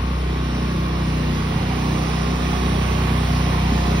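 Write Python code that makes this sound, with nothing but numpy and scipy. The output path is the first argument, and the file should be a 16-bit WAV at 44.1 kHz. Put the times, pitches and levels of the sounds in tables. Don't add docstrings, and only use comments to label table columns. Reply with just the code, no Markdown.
import sys
import numpy as np
from scipy import signal
from scipy.fft import rfft, irfft, next_fast_len
from scipy.io import wavfile
from scipy.ndimage import uniform_filter1d, map_coordinates

SR = 44100
rng = np.random.default_rng(int(sys.argv[2]) if len(sys.argv) > 2 else 0)


def put_to_file(sound):
    columns = np.atleast_2d(sound).T
    safe = np.clip(columns, -1, 1)
    whole_steps = np.round(safe * 32767)
    wavfile.write(sys.argv[1], SR, whole_steps.astype(np.int16))


N = 176400

# (pitch [Hz], level [dB])
CASING_COLOUR = [(20, -21.5), (200, 3), (330, 1.5), (480, 0), (620, -3), (730, -3), (980, -2), (1120, -0.5),
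                 (1350, -6.5), (1600, -8.5), (1900, -5.5), (2150, -7), (2400, -5), (2800, -8.5),
                 (4000, -11.5), (6000, -24.5), (12000, -134)]


def amp(db):
    return 10 ** (np.asarray(db) / 20)


def unit(x):
    return x / np.sqrt(np.mean(x ** 2) + 1e-20)


def along(points, hz):
    pitches, values = np.transpose(points)
    return np.interp(np.log(hz + 1), np.log(pitches + 1), values)


def curves(rows):
    times, *columns = np.transpose(rows)
    return [np.interp(np.arange(N) / SR, times, column) for column in columns]


def wobble(rate):
    return map_coordinates(rng.standard_normal(1024), [np.arange(N) * rate / SR + 2], mode="wrap")


def filtered(x, response):
    size = next_fast_len(N + SR // 2)
    return irfft(rfft(x, size) * response(np.fft.rfftfreq(size, 1 / SR)), size)[..., :N]


def rush(colour):
    # (pitch [Hz], likeness [0 to 1])
    likeness = [(60, 1.0), (250, 1), (1100, 0.64), (1500, .5), (1900, 0.84), (2450, 0.31), (3400, 0.7),
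                (4600, 0.18), (7400, 1), (15000, 1)]

    def middle_and_side(hz):
        spread = np.arccos(np.clip(along(likeness, hz), -1, 1)) / 2
        return amp(along(colour, hz)) * [np.cos(spread), np.sin(spread)]

    middle, side = filtered(rng.standard_normal((2, N)), middle_and_side)
    return unit(np.array([middle + side, middle - side]))


def patchy(x, depth_db):
    bands = signal.stft(x, nperseg=1024)[2]
    patches = uniform_filter1d(rng.standard_normal(bands.shape[1:]), size=5, axis=0)
    patches = uniform_filter1d(patches, size=18, axis=1)
    return unit(signal.istft(bands * amp(depth_db * unit(patches)), nperseg=1024)[1][:, :N])


def muffler_ring(colour, size=16384, bass_lag_s=.01346, bass_hz=197.7):
    hz = np.fft.rfftfreq(size, 1 / SR)
    cepstrum = irfft(np.log(amp(along(colour, hz))))
    cepstrum[1:size // 2] *= 2
    cepstrum[size // 2 + 1:] = 0
    lag = 2 * np.pi * bass_lag_s * bass_hz * (1 - np.exp(-hz / bass_hz))
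    return irfft(np.exp(rfft(cepstrum) - 1j * lag))


def exhaust(cycle, muffler, misfires, scatter_db, jitter_s):
    times = np.interp(np.arange(int(cycle[-1]) + 1), cycle, np.arange(N) / SR)
    force_luck, time_luck = rng.standard_normal((256, 2))[:len(times)].T
    force = amp(scatter_db * force_luck)
    for when, share in misfires:
        force[np.argmin(abs(times - when))] *= share
    starts = np.clip((times + jitter_s * time_luck) * SR, 0, N - 1).astype(int)
    puffs = np.bincount(starts, force, N)
    return unit(signal.fftconvolve(puffs, muffler_ring(muffler))[:N])


def chamber(x, ring_hz=108, width_hz=46):
    resonance = lambda hz: ring_hz ** 2 - hz ** 2 + 1j * hz * width_hz
    return filtered(x, lambda hz: np.conj(resonance(hz)) / resonance(hz))


def both_exhausts(near, far, far_db=-8):
    # (pitch [Hz], level [dB])
    near_muffler = [(20, -40.5), (31, -18.5), (62, -30), (93, -1.5), (124, 3), (155, 3), (186, 4),
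                    (217, -3.5), (248, -3.5), (280, -14.5), (340, -8), (440, -17), (520, -39), (900, -33),
                    (2000, -96.5)]
    far_muffler = [(20, -31), (62, -9), (93, -3), (124, 3), (155, -2.5), (217, -0.5), (280, 0), (310, -12),
                   (345, -2), (400, -9), (436, -3.5), (470, -15.5), (560, -18.5), (2000, -69)]
    # (time [s], force left in the puff [0 to 1])
    misfires = [(.014, 0.27), (1.53, 0.89), (1.98, 0.9), (2.593, 0.13), (3.27, 0.3), (3.688, 1),
                (3.72, 0.22)]
    near_puffs = exhaust(near, near_muffler, misfires, scatter_db=1.43, jitter_s=.00004)
    far_puffs = exhaust(far, far_muffler, [], scatter_db=1.0, jitter_s=.00005)
    return chamber(near_puffs) + amp(far_db) * far_puffs


def exhaust_path(puffs, wall_db=-9, wall_delay_s=.0129, bass_hz=204, bark_db=-22.5):
    # (time [s], level [dB])
    bass_levels = [(0, -30.5), (.4, -26), (.9, -23.5), (1.8, -22.5), (2.4, -22.5), (3, -20.5), (4, -21.5)]
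    bass_db, = curves(bass_levels)
    echoed = unit(filtered(puffs, lambda hz: 1 + amp(wall_db) * np.exp(-2j * np.pi * hz * wall_delay_s)))
    bass = filtered(echoed, lambda hz: 1 / (1 + (hz / bass_hz) ** 8))
    return amp(bass_db) * bass + amp(bark_db) * (echoed - bass)


def crank_hum(cycle, waver_db=.4):
    # (time [s], level [dB])
    hum_levels = [(0, -22.5), (.7, -26), (1.1, -25), (1.6, -27), (2.3, -25), (2.7, -24.5), (3.3, -23.5),
                  (4, -22.5)]
    hum_db, = curves(hum_levels)
    return amp(hum_db + waver_db * wobble(7.53)) * np.sqrt(2) * np.sin(4 * np.pi * cycle)


def outdoor_rumble(level_db=-38):
    # (pitch [Hz], level [dB])
    colour = [(15, -18), (35, -1), (65, 12), (160, -1), (300, -6), (460, -3.5), (700, -19), (2000, -83)]
    return amp(level_db) * rush(colour)


def whine(cycle, tones, flutter, flutter_rate):
    out = np.zeros(N)
    for multiple, db in tones:
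        start = np.exp(2j * np.pi * rng.random())
        drift = flutter * (wobble(flutter_rate) + 1j * wobble(flutter_rate))
        spin = np.exp(2j * np.pi * round(multiple) * cycle)
        out += amp(db) * unit(np.real((start + drift) * spin))
    return out


def engine_whine(near, far):
    # (pitch [times the firing rate], level [dB])
    near_tones = [(24, -52), (25, -50.5), (34, -49), (36, -42), (38, -49.5), (61, -57.5), (78, -62)]
    far_tones = [(28, -47.5), (30, -50), (34, -42), (40, -48.5), (45, -51.5), (48, -52.5), (76, -52)]
    return (whine(near, near_tones, flutter=.56, flutter_rate=8.2)
            + whine(far, far_tones, flutter=.22, flutter_rate=9))


def blower(blade_hz=712):
    # (time [s], blade tone [dB], intake rush [dB])
    levels = [(0, -48, -57), (1, -50, -58), (1.65, -58, -35.5), (2.2, -40, -41), (2.9, -46.5, -40.5),
              (3.4, -37, -35.5), (4, -40.5, -35.5)]
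    # (pitch [Hz], level [dB])
    intake_colour = [(200, -51), (520, -13), (660, -12), (740, 6.5), (830, 0), (930, 3.5), (1050, 0),
                     (2000, -82)]
    blade_db, intake_db = curves(levels)
    blades = whine(blade_hz * np.arange(N) / SR, [(1, 0)], flutter=.72, flutter_rate=16)
    return amp(blade_db) * blades + amp(intake_db) * rush(intake_colour)


def cover_ring(level_db=-45):
    # (pitch [Hz], level [dB])
    colour = [(800, -36), (1020, 7), (1065, 17.5), (1135, 16), (1190, 22), (1400, -48)]
    return amp(level_db) * rush(colour)


def rattle(cycle, size=1420):
    place = (cycle * size).astype(int) % size
    loops = sum(wobble(2.453) * rng.standard_normal((2, size))[:, place] for _ in range(4))
    evened = loops / np.sqrt(uniform_filter1d(loops ** 2, size, axis=1))
    return unit(filtered(evened, lambda hz: amp(along(CASING_COLOUR, hz))))


def clatter(cycle, repeat_share=.25, valve_db=-9, valve_at_cycle=.333, valve_width_cycles=.023):
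    swell = 1 + .049 * np.cos(4 * np.pi * cycle)
    from_valve = (cycle - valve_at_cycle + .5) % 1 - .5
    tick = amp(valve_db) * np.exp(-(from_valve / valve_width_cycles) ** 2)
    noise = np.sqrt(1 - repeat_share) * rush(CASING_COLOUR) + np.sqrt(repeat_share) * rattle(cycle)
    return patchy(noise * (swell + tick), depth_db=1)


def air_hiss(level_db, waver_db=.61):
    # (pitch [Hz], level [dB])
    colour = [(20, -56), (1000, -21), (3000, 1.5), (4200, -4.5), (5500, 4.5), (7400, -5.5), (10000, -6.5),
              (15800, -14)]
    return amp(level_db + waver_db * wobble(6.63)) * patchy(rush(colour), depth_db=3)


def fuel_pops(rise_s=.0015, fade_s=.06):
    # (time [s], level the fade starts from [dB], pitch [Hz])
    pops = [(.016, -13, 100), (1.56, -11, 135), (1.595, -17, 95), (2.594, -18, 170), (3.7195, -5, 220)]
    out, t = np.zeros(N + SR), np.arange(SR // 4) / SR
    for when, db, hz in pops:
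        loudness = amp(db - 60 * t / fade_s) * (1 - np.exp(-t / rise_s))
        out[int(when * SR):][:len(t)] += loudness * np.sin(2 * np.pi * hz * t)
    return out[:N]


def microphone_turn(x, balance_db):
    # (pitch [Hz], strength [times the balance])
    shadow = [(330, 0), (480, .2), (700, .7), (1100, 1.2), (2300, .85), (4000, .3), (6000, 0)]
    hz, t, bands = signal.stft(x, SR, nperseg=512)
    lean = amp(along(shadow, hz)[:, None] * np.interp(t, np.arange(N) / SR, balance_db) / 2)
    gains = np.array([lean, 1 / lean]) / np.sqrt((lean ** 2 + lean ** -2) / 2)
    return signal.istft(bands * gains, SR, nperseg=512)[1][:, :N]


def scene():
    # (time [s], firing rate [Hz])
    near_speed = [(0, 30.7), (.1, 31.06), (.4, 31.03), (.65, 30.85), (.95, 31.25), (1.2, 30.9), (1.5, 31.1),
                  (1.63, 30.65), (1.8, 31.04), (3.7, 31.05), (4, 31.25)]
    # (time [s], clatter [dB], hiss [dB], left-over-right balance [dB])
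    approach = [(0, -34, -52.5, 2.5), (0.3, -33.5, -50, -2), (2.08, -29.5, -45, -7.5),
                (2.38, -30, -44.5, -7), (2.43, -28.5, -44.5, -6.5), (2.6, -29, -44, -9),
                (3.7, -28.5, -44, -5.5), (4.0, -29, -43.5, -7.5)]
    far_hz, start_s = 31.2, .0057
    near_hz, = curves(near_speed)
    clatter_db, hiss_db, balance_db = curves(approach)
    near = np.cumsum(near_hz) / SR - start_s * near_hz[0]
    far = far_hz * (np.arange(N) / SR - start_s)
    drone = exhaust_path(both_exhausts(near, far)) + crank_hum(near) + outdoor_rumble()
    growth = amp(.1 * (clatter_db - clatter_db.mean()))
    tones = growth * engine_whine(near, far) + blower() + cover_ring()
    casing = amp(clatter_db + 1.78) * clatter(near)
    hiss = air_hiss(hiss_db + 5)
    return microphone_turn(drone + tones + casing + hiss + fuel_pops(), balance_db)


def record(dry):
    # (pitch [Hz], lead [radians])
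    left_lead = [(200, 0), (350, -.8), (1100, -1.8), (2000, -.2), (2350, -1.4), (2700, -3.9), (3500, -5.4),
                 (5200, -6.7), (6600, -3.5), (7900, -2.9), (9700, -.3), (11200, .2), (12700, 2.9),
                 (14200, 3.4), (15600, 6.2)]
    sides, top_hz = np.array([[1], [-1]]), 15800
    return filtered(dry, lambda hz: np.exp(.5j * along(left_lead, hz) * sides) * (hz < top_hz))


dry = scene()
out = record(dry)
put_to_file(out)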